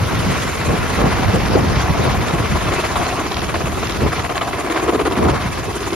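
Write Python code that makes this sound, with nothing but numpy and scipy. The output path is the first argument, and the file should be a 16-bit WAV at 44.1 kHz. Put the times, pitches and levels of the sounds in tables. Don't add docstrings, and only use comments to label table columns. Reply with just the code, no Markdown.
import sys
import numpy as np
from scipy import signal
from scipy.fft import rfft, irfft, next_fast_len
from scipy.io import wavfile
from scipy.ndimage import uniform_filter1d, minimum_filter1d, map_coordinates

SR = 44100
rng = np.random.default_rng(int(sys.argv[2]) if len(sys.argv) > 2 else 0)


def wav_record(signal):
    frames = np.transpose(np.atleast_2d(signal))
    bounded = np.clip(frames, -1, 1)
    quanta = np.round(bounded * 32767).astype(np.int16)
    wavfile.write(sys.argv[1], SR, quanta)


N = 262387

BLADE_HZ, TAIL_HZ = 17.25, 79.6
SOUND_M_PER_S = 343


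def amp(db):
    return 10 ** (np.asarray(db) / 20)


def unit(x):
    return x / np.sqrt(np.mean(x ** 2) + 1e-20)


def along(points, hz):
    point_hz, *columns = np.transpose(points)
    return [np.interp(np.log(hz + 1), np.log(point_hz + 1), column) for column in columns]


def curves(rows):
    time_s, *columns = np.transpose(rows)
    return [np.interp(np.arange(N) / SR, time_s, column) for column in columns]


def wobble(rate_hz):
    knots = rng.standard_normal(int(N * rate_hz / SR) + 4)
    return map_coordinates(knots, [np.arange(N) * rate_hz / SR])


def swells(at_s, sigma_s, peak_db, base_db):
    t = np.arange(N) / SR
    bells = amp(np.c_[peak_db]) * np.exp(-.5 * ((t - np.c_[at_s]) / np.c_[sigma_s]) ** 2)
    return np.sqrt(amp(base_db) ** 2 + np.sum(bells ** 2, axis=0))


def filtered(x, response):
    m = next_fast_len(N + SR // 2)
    spectrum = rfft(x, m) * response(np.fft.rfftfreq(m, 1 / SR))
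    return irfft(spectrum, m)[..., :N]


def rush(spectrum, patchy_db, ports, echo=0):
    z = signal.stft(rng.standard_normal((2, N)), nperseg=256)[2]
    field = uniform_filter1d(rng.standard_normal(z.shape[1:]), size=4, axis=0)
    field = uniform_filter1d(field, size=10, axis=1)
    pair = signal.istft(z * amp(patchy_db * unit(field)), nperseg=256)[1][:, :N]

    def colour(hz):
        ground = 1 + echo * np.exp(-hz / 2500 - 2j * np.pi * hz * 0.002953)
        turn = np.arccos(np.clip(along(ports, hz)[0], 0, 1)) / 2
        return amp(along(spectrum, hz)[0]) * ground * [np.cos(turn), np.sin(turn)]

    def lead(hz):
        _, angle_rad, louder_db = along(ports, hz)
        half = amp(louder_db / 2) * np.exp(.5j * angle_rad)
        return np.array([half, 1 / half])

    shared, own = filtered(pair, colour)
    return unit(filtered(np.array([shared + own, shared - own]), lead))


def firm(x, size):
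    power = uniform_filter1d(np.mean(x ** 2, axis=0), size=size)
    return unit(x / np.sqrt(np.abs(power) + .05))


# time_s, beyond_nearest_m
DRIFT_PATH = [(0, 4.2), (.6, 2.8), (1.4, .7), (2.6, 0), (3.4, .7), (4.2, 1), (5, 1.7), (5.95, 1.7)]


def beat(late, steep, blades_db, uneven_db):
    delay_s = curves(DRIFT_PATH)[0] / SOUND_M_PER_S
    turns = (np.arange(N) / SR - delay_s) * BLADE_HZ - late
    blade = np.round(turns).astype(int)
    chance_db = rng.normal(0, uneven_db, blade[-1] + 2)[blade]
    strength_db = np.take(blades_db, blade, mode="wrap") + chance_db
    swell = np.cos(2 * np.pi * turns)
    return np.tanh(steep * swell) / np.tanh(steep), strength_db * (1 + swell) / 2


# time_s, level_db, beat_depth_db, ground_peak_1_db, ground_peaks_2_3_db
ROTOR_LEVELS = [(0, -24.5, 3, -49, -44), (.5, -23, 4, -58, -47), (.8, -20.5, 2.5, -38, -33),
                (1.2, -21, 3.5, -51, -28.5), (1.5, -23.5, 4, -34, -36), (1.8, -23, 2, -51, -23),
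                (2.3, -22.5, 4, -31, -32.5), (2.75, -21.5, 2, -30.5, -46), (2.98, -25, 4, -32, -21.5),
                (3.2, -26.5, 2, -24, -25.5), (3.45, -27, 5.5, -37.5, -34), (3.75, -32, 1, -30.5, -29.5),
                (4.05, -22.5, 6, -30, -58), (4.2, -28.5, 4.5, -26.5, -27.5), (4.35, -28.5, 5.5, -32, -26),
                (4.6, -26, 2.5, -27.5, -26.5), (4.78, -19.5, 4, -21.5, -23), (4.95, -26.5, 3.5, -20, -25.5),
                (5.1, -24, 6.5, -24, -29), (5.36, -21.5, 4, -54, -29), (5.6, -29, 7, -32, -31.5),
                (5.95, -27.5, 4, -22.5, -32.5)]
# freq_hz, relative_db
SWISH_SPECTRUM = [(30, -90), (60, -67), (200, -11), (400, -8.5), (800, -7.5), (1100, -2.5), (1350, -5.5),
                  (1650, -9), (2200, -9), (2800, -15), (3500, -18.5), (6000, -24), (9000, -95),
                  (12000, -110)]
# freq_hz, relative_db
DRUM_SPECTRUM = [(60, -110), (170, -20), (260, -8), (345, 3), (430, -2), (520, -11), (620, -24),
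                 (2000, -110)]
# freq_hz, relative_db
HOLLOW_SPECTRUM = [(200, -110), (500, -26), (630, -5), (715, 0), (800, -6), (900, -11), (1060, -3),
                   (1250, -12), (1600, -36), (4000, -110)]
# freq_hz, likeness_0_to_1, left_leads_rad, left_louder_db
AIRCRAFT_PORTS = [(100, .8, .3, 0), (500, .5, .1, 1.5), (1000, .6, -.2, 1.7), (2400, .8, -.5, .5),
                  (3300, .62, -1, -2), (4400, .55, -.5, -1.5), (5200, .3, -.9, -1.5), (6000, .1, 1.2, -1.5),
                  (6900, .55, 2.7, -1), (7600, .99, 3.1, 0), (8350, .99, 3.2, 0), (8900, .87, 3.8, 0),
                  (10300, .8, 5.1, 0), (10500, .98, 6.1, 0), (12250, .99, 6.3, 0), (12600, .55, 7.3, 0),
                  (13400, .8, 8.4, 0), (13800, .99, 9.4, 0), (16000, .99, 9.4, 0)]
CHURN_STRENGTHS_DB = [-4.5, -4.5, -4.5, -4.5]


def rotor():
    level_db, depth_db, drum_db, hollow_db = curves(ROTOR_LEVELS)
    swell, strength_db = beat(late=.28, steep=2.4, blades_db=CHURN_STRENGTHS_DB, uneven_db=.5)
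    tail_db = 0.6 * np.cos(2 * np.pi * TAIL_HZ * np.arange(N) / SR)
    churn_db = .8 * wobble(50) + 1.1 * wobble(110) + .9 * wobble(250)
    body = amp(level_db) * rush(SWISH_SPECTRUM, patchy_db=1.5, ports=AIRCRAFT_PORTS, echo=0.28)
    alike = [(350, .85, 0, .5), (800, .65, -.2, 1.6)]
    drum = amp(drum_db) * rush(DRUM_SPECTRUM, patchy_db=-0.9, ports=alike)
    hollow = amp(hollow_db) * rush(HOLLOW_SPECTRUM, patchy_db=2.5, ports=alike)
    beat_db = depth_db * (swell - 0.16) + strength_db
    return amp(beat_db + tail_db + churn_db) * (body + drum + hollow)


# start_s, crack_db, ground_peak_1_db, hold_s
SLAP_EVENTS = [(2.018, -26, -36, 0.0072), (2.074, -22, -34, .008), (2.221, -39, -24.5, .015),
               (2.29, -26, -25, .02), (2.335, -26, -24, 0.024), (2.392, -28, -25, 0.016),
               (2.438, -27, -34, .022), (2.549, -25.5, -37, .018), (2.602, -27, -35, 0.013),
               (2.666, -24, -32, 0.025), (2.718, -22, -24, 0.023), (2.782, -21.5, -22, 0.021),
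               (2.836, -22, -30, 0.023), (2.902, -28, -28, 0.012), (2.955, -18.5, -42, 0.018),
               (3.014, -23.5, -26, .022), (3.064, -27, -28, .025), (3.125, -24.5, -30, 0.012),
               (3.188, -24, -25, 0.01), (3.247, -29, -23.5, 0.021), (3.363, -28.5, -37, 0.032),
               (3.421, -27, -24, .024), (3.489, -26, -33, 0.016), (3.541, -20, -26.5, 0.024),
               (3.604, -24.5, -30, 0.019), (3.655, -23.5, -35, .028), (3.719, -26, -36, 0.013),
               (3.771, -23, -20.5, .014), (3.828, -25, -24, 0.014), (3.893, -26, -24, 0.011),
               (4.06, -26.5, -24, 0.018), (4.129, -21.5, -29, 0.0075), (4.178, -27, -36, 0.027),
               (4.243, -24, -31, 0.025), (4.292, -25, -29, 0.035), (4.359, -26.5, -32, 0.034),
               (4.411, -21, -32, 0.022), (4.475, -25, -27, .016), (4.53, -25.5, -34, 0.021),
               (4.583, -29, -32, 0.032), (4.645, -32, -27, 0.02), (4.697, -24.5, -21, 0.02),
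               (4.754, -23.5, -25, 0.018), (4.827, -29, -20, .025), (4.878, -22, -16.5, 0.027),
               (4.922, -21.5, -24, .005), (4.932, -24.5, -17, 0.031), (4.991, -22.5, -16.5, 0.031),
               (5.052, -22, -19, 0.031), (5.111, -31, -21, 0.022), (5.154, -30, -28, 0.017),
               (5.287, -21, -25, 0.018), (5.59, -33, -24, .015), (5.706, -32, -46, 0.01),
               (5.753, -35, -26, 0.0084), (5.855, -43, -36, 0.016), (5.923, -25, -24, 0.017)]
# freq_hz, relative_db
CRACK_SPECTRUM = [(150, -60), (450, -12), (720, 5), (880, -6), (1080, 3), (1350, -4), (1650, -12),
                  (2100, -8), (2700, -12), (4500, -22), (8000, -48), (12000, -100)]
# start_s, level_db
SNAP_EVENTS = [(2.05, -15), (2.284, -16), (2.61, -16), (3.266, -18), (3.3215, -17), (3.3694, -14),
               (3.4176, -17), (3.556, -9), (3.615, -15), (3.871, -22), (3.8945, -22), (4.0733, -16),
               (4.131, -14), (4.195, -6), (4.249, -12), (4.2981, -25), (4.356, -14), (4.379, -8),
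               (4.4205, -16), (4.433, -20), (4.4792, -20), (4.537, -23), (4.608, -17), (4.6638, -14),
               (4.723, -15), (4.776, -11), (4.8974, -25), (4.948, -13), (5.005, -27), (5.0688, -19),
               (5.1216, -13), (5.1776, -16), (5.2899, -24), (5.3443, -23), (5.457, -26)]
# freq_hz, relative_db
SNAP_SPECTRUM = [(400, -50), (900, -10), (1600, 11), (2600, -4), (4000, -4), (6000, -22), (8000, -45),
                 (12000, -100)]
SLAP_ATTACK_S, SLAP_T60_S = .0007, .015
SLAP_EDGE, SLAP_EDGE_S = .8, .004
GRIT_DB = 2.2
SNAP_ATTACK_S, SNAP_T60_S, SNAP_RAISE_DB = 0.00043, 0.007, 2.5


def slaps():
    crack, drum, snap = np.zeros((3, N + SR))
    t = np.arange(SR // 10) / SR
    for start_s, crack_db, drum_db, hold_s in SLAP_EVENTS:
        burst = slice(round(start_s * SR), round(start_s * SR) + len(t))
        decay = amp(-60 * np.maximum(t - hold_s, 0) / SLAP_T60_S)
        shape = decay * (1 - np.exp(-t / SLAP_ATTACK_S))
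        crack[burst] += amp(crack_db) * shape * (1 + SLAP_EDGE * np.exp(-t / SLAP_EDGE_S))
        drum[burst] += amp(drum_db) * shape
    for start_s, level_db in SNAP_EVENTS:
        decay = amp(level_db + SNAP_RAISE_DB - 60 * t / SNAP_T60_S)
        snap[round(start_s * SR):][:len(t)] += decay * (1 - np.exp(-t / SNAP_ATTACK_S))
    crack_air = firm(rush(CRACK_SPECTRUM, patchy_db=-1.5, ports=AIRCRAFT_PORTS), size=200)
    drum_air = firm(rush(DRUM_SPECTRUM, patchy_db=-2.2, ports=[(350, 0.91, 0, 1)]), size=400)
    snap_air = firm(rush(SNAP_SPECTRUM, patchy_db=-5.5, ports=AIRCRAFT_PORTS), size=100)
    grit = amp(GRIT_DB * wobble(220))
    return crack[:N] * grit * crack_air + drum[:N] * drum_air + snap[:N] * snap_air


# time_s, level_db
TIP_LEVELS = [(0, -38), (.4, -31), (.75, -34), (1.5, -36.5), (1.9, -38), (2.5, -34), (3, -31),
              (3.25, -35.5), (3.7, -35), (3.95, -35.5), (4.4, -35), (4.9, -33.5), (5.5, -34.5),
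              (5.95, -33.5)]
# freq_hz, relative_db
HISS_SPECTRUM = [(3000, -17), (5500, -8.5), (7000, 5.5), (8200, -1), (9500, 2.5), (10800, -8), (12500, -13),
                 (15000, -40)]
TIP_STRENGTHS_DB = [-1, 0.5, -1.5, 2]
TIP_BEAT_DB, TIP_BEAT_FOLLOWS, TIP_BEAT_DB_PER_S = 1.6, 0.39, 0.2


def tips():
    rotor_depth_db = curves(ROTOR_LEVELS)[1]
    depth_db = TIP_BEAT_DB + TIP_BEAT_FOLLOWS * rotor_depth_db + TIP_BEAT_DB_PER_S * np.arange(N) / SR
    swell, strength_db = beat(late=.32, steep=.6, blades_db=TIP_STRENGTHS_DB, uneven_db=.7)
    level_db = curves(TIP_LEVELS)[0] + depth_db * (swell - 1.02) + strength_db
    return amp(level_db) * rush(HISS_SPECTRUM, patchy_db=2.6, ports=AIRCRAFT_PORTS)


# peak_at_s, sigma_s, peak_db
TAIL_SPELLS = [(1.4, 0.25, -36), (2.7, 0.38, -49), (3.37, 0.06, -31), (3.894, 0.041, -31.5),
               (4.3, 0.55, -48), (5.95, 0.17, -36.5)]
# freq_hz, relative_db
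TICK_SPECTRUM = [(1500, -10), (2600, 1), (3300, 2), (4500, -2), (6000, -2), (8000, -48), (12000, -90)]
TAIL_BASE_DB = -43.5
TICK_SIGMA_S = 0.0018


def tail_rotor():
    turns = np.arange(N) * TAIL_HZ / SR - .22
    blade = np.round(turns).astype(int)
    size_db = rng.normal(0, 1.8, blade[-1] + 2)[blade] - 7 * (blade % 2)
    from_tick_s = (turns - blade) / TAIL_HZ
    tick = amp(size_db) * np.exp(-.5 * (from_tick_s / TICK_SIGMA_S) ** 2)
    air = rush(TICK_SPECTRUM, patchy_db=1.2, ports=[(3500, .45, -1.2, -2.5)])
    return swells(*np.transpose(TAIL_SPELLS), TAIL_BASE_DB) * unit(tick * air)


def tone(hz, blur_hz, rate_hz, steady=0):
    phase = 2 * np.pi * np.cumsum(hz + blur_hz * wobble(rate_hz)) / SR
    _, angle_rad, _ = along(AIRCRAFT_PORTS, np.mean(hz))
    pair = np.sin([phase + angle_rad / 2, phase - angle_rad / 2])
    return unit((steady + wobble(rate_hz)) * pair)


# time_s, level_db
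ROAR_LEVELS = [(0, -29.5), (.35, -23), (.7, -31.5), (1.1, -27), (2.1, -26.5), (2.45, -29), (2.6, -27),
               (2.8, -26.5), (2.92, -25.5), (3.2, -27.5), (3.8, -28), (4.2, -28.5), (4.6, -36), (4.9, -44),
               (5.25, -32), (5.95, -29.5)]
# freq_hz, relative_db
ROAR_SPECTRUM = [(200, 13), (600, 8), (1500, 7), (3000, 2), (4500, -2), (6500, -3.5), (9000, -22),
                 (12000, -45)]
# freq_hz, relative_db
AIR_SPECTRUM = [(5000, -30), (9000, -4), (11000, 0), (12300, -5), (14000, -4.5), (16000, -5.5)]
# peak_at_s, peak_db
GEAR_FLARES = [(.3, -41), (.7, -41), (1.05, -42), (1.35, -41), (2.35, -44), (2.6, -40), (2.76, -36),
               (3.02, -42)]
SHADE_DB, SHADE_DB_PER_S = -0.15, 0.28
AIR_START_DB, AIR_FADE_DB_PER_S, AIR_WAVER_DB = -43, 0.6, 0.9
WHINE_START_DB, WHINE_FADE_DB_PER_S = -48.5, 1.1
WHINE_START_HZ, WHINE_RISE_HZ, WHINE_RISE_S = 13300, 132, (2.2, 3.5)
GEAR_HZ, GEAR_BASE_DB, GEAR_FLARE_SIGMA_S = 2599, -48, 0.07


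def turbines():
    t = np.arange(N) / SR
    swell, _ = beat(late=0.54, steep=0.73, blades_db=[0], uneven_db=0)
    shade_db = (SHADE_DB + SHADE_DB_PER_S * t) * swell
    roar_db = curves(ROAR_LEVELS)[0] + shade_db + 1.67 * wobble(22.05) + 0.91 * wobble(90)
    roar = amp(roar_db) * rush(ROAR_SPECTRUM, patchy_db=2.5, ports=AIRCRAFT_PORTS, echo=0.067)
    air_db = AIR_START_DB - AIR_FADE_DB_PER_S * t + AIR_WAVER_DB * wobble(2.8)
    air_db = air_db + .6 * shade_db + 0.44 * wobble(30)
    air = amp(air_db) * rush(AIR_SPECTRUM, patchy_db=1.2, ports=AIRCRAFT_PORTS)
    whine_hz = np.interp(t, WHINE_RISE_S, (WHINE_START_HZ, WHINE_START_HZ + WHINE_RISE_HZ))
    whine_db = WHINE_START_DB - WHINE_FADE_DB_PER_S * t
    whine = amp(whine_db) * tone(whine_hz, blur_hz=110, rate_hz=330)
    flare_s, flare_db = np.transpose(GEAR_FLARES)
    gear_gain = swells(flare_s, [GEAR_FLARE_SIGMA_S], flare_db, GEAR_BASE_DB)
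    gear = gear_gain * tone(GEAR_HZ, blur_hz=9, rate_hz=35, steady=1.5)
    return roar + air + whine + gear


# time_s, buffet_db, flutter_db
WASH_LEVELS = [(0, -21, -25), (.55, -25, -27), (.92, -25, -31), (1.15, -20.5, -26), (1.5, -19, -22),
               (2.1, -20.5, -30), (2.6, -31, -28.5), (3.1, -28.5, -37.5), (3.7, -22.5, -36),
               (4.3, -28, -33.5), (4.75, -31.5, -38), (5.1, -27, -31), (5.5, -26.5, -29.5),
               (5.95, -30.5, -44)]
# peak_at_s, sigma_s, buffet_db, flutter_db
GUST_EVENTS = [(0.137, 0.02, -17, -24), (0.303, 0.044, -18.5, -30), (0.713, 0.045, -19, -21),
               (0.82, 0.027, -18.5, -21), (0.988, 0.016, -21, -17.5), (1.045, 0.039, -16, -15.5),
               (1.285, 0.074, -18.5, -21.5), (1.575, 0.059, -18, -18), (1.675, 0.038, -15.5, -40),
               (1.903, 0.012, -14, -18.5), (1.993, 0.024, -24, -17), (2.067, 0.035, -27, -20.5),
               (2.174, 0.032, -20, -27.5), (2.334, 0.039, -32, -24), (2.426, 0.038, -16.5, -24),
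               (2.538, 0.033, -14.5, -31), (2.697, 0.082, -20, -36), (3, 0.036, -24, -31),
               (3.4, 0.016, -26, -28.5), (3.58, 0.096, -39, -26.5), (4.038, 0.045, -17.5, -21),
               (5.22, 0.037, -23, -17.5), (5.278, 0.051, -19, -15.5), (5.35, 0.036, -22, -27),
               (5.468, 0.02, -25, -43), (5.693, 0.036, -28, -30)]
# freq_hz, relative_db
BUFFET_SPECTRUM = [(15, -42), (28, -26), (45, 0), (65, 3.5), (110, 0), (170, -5), (260, -11.5), (500, -66),
                   (2000, -110)]
# freq_hz, relative_db
FLUTTER_SPECTRUM = [(40, -80), (90, -25), (180, -2), (260, -3), (450, -3), (800, -9), (1400, -20),
                    (2500, -60), (6000, -110)]


def wash():
    buffet_db, flutter_db = curves(WASH_LEVELS)
    at_s, sigma_s, gust_buffet_db, gust_flutter_db = np.transpose(GUST_EVENTS)
    lumps_db = 0.77 * wobble(45) + 0.57 * np.array([wobble(12), wobble(16.0)])
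    buffet = rush(BUFFET_SPECTRUM, patchy_db=.8, ports=[(60, .6, .1, -.5), (200, .55, .5, 0)])
    flutter = rush(FLUTTER_SPECTRUM, patchy_db=2.2, ports=[(197, 0.48, 0.87, -1), (700, 0.3, -1.2, 1)])
    flutter = amp(1.2 * wobble(30)) * flutter
    buffet_gain = swells(at_s, sigma_s, gust_buffet_db, buffet_db)
    flutter_gain = swells(at_s, sigma_s, gust_flutter_db, flutter_db)
    return amp(lumps_db) * (buffet_gain * buffet + flutter_gain * flutter)


# start_s, level_db, pitch_hz, length_s
THUD_EVENTS = [(0.017, -9, 105.5, 0.033), (0.06, -14.5, 90, 0.023), (.152, -17, 99, 0.02),
               (0.189, -9, 124, 0.03), (.262, -11, 170, 0.021), (.283, -17, 110, 0.017),
               (.3, -11, 113, 0.028), (.595, -20, 100, 0.025), (0.678, -16, 200, 0.015),
               (.725, -13.5, 150, 0.035), (.787, -15, 110, .025), (.996, -11, 169, 0.014),
               (1.037, -6, 127, 0.02), (1.061, -9.5, 221, 0.019), (1.081, -15, 250, 0.014),
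               (1.119, -17.5, 119, 0.037), (1.194, -10, 200, .01), (1.271, -12, 85, 0.04),
               (1.333, -9.5, 199, 0.024), (1.433, -14.5, 194, 0.021), (1.549, -4.5, 320, .02),
               (1.568, -9, 95, .028), (1.605, -14, 260, .014), (1.634, -15, 240, .014),
               (1.665, -11.5, 126, 0.033), (1.69, -18, 90, .03), (1.762, -12, 128, 0.022),
               (1.892, -13.5, 123, 0.031), (1.99, -13.5, 150, 0.03), (2.049, -19, 95, 0.065),
               (2.165, -19, 90.5, 0.029), (2.394, -14, 112.4, 0.035), (2.334, -10, 150, 0.022),
               (2.438, -18, 139, 0.021), (2.517, -15, 108, 0.034), (3.635, -15, 141, .024),
               (4.017, -14, 152, 0.033), (4.051, -13.5, 170, .024), (5.171, -13, 220, 0.024),
               (5.187, -9.5, 278, 0.02), (5.246, -12.5, 291, 0.036), (5.292, -11, 303, 0.018),
               (5.305, -14, 60, 0.05), (5.455, -12, 139, 0.017)]


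def thuds():
    out = np.zeros(N + SR)
    for start_s, level_db, pitch_hz, length_s in THUD_EVENTS:
        u = np.linspace(0, 1, round(length_s * SR))
        uneven = 3.5 * uniform_filter1d(rng.standard_normal(len(u)), size=90)
        sweep_hz = pitch_hz * (1.3 - .7 * u + uneven)
        swing = np.tanh(1.2 * np.sin(2 * np.pi * np.cumsum(sweep_hz) / SR))
        out[round(start_s * SR):][:len(u)] += amp(level_db) * np.sin(np.pi * u ** .6) * swing
    return out[:N]


def scene():
    return rotor() + slaps() + tips() + tail_rotor() + turbines() + wash() + thuds()


BASS_CUT_HZ, TOP_HZ = 30, 15720
LIMIT = .93


def record(dry):
    cut = filtered(dry, lambda hz: (1j * hz / (BASS_CUT_HZ + 1j * hz)) ** 2)
    needed = np.minimum(1, LIMIT / (np.abs(cut).max(axis=0) + 1e-9))
    gain = uniform_filter1d(minimum_filter1d(needed, size=800), size=400)
    return filtered(cut * gain, lambda hz: hz < TOP_HZ)


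dry = scene()
out = record(dry)
wav_record(out)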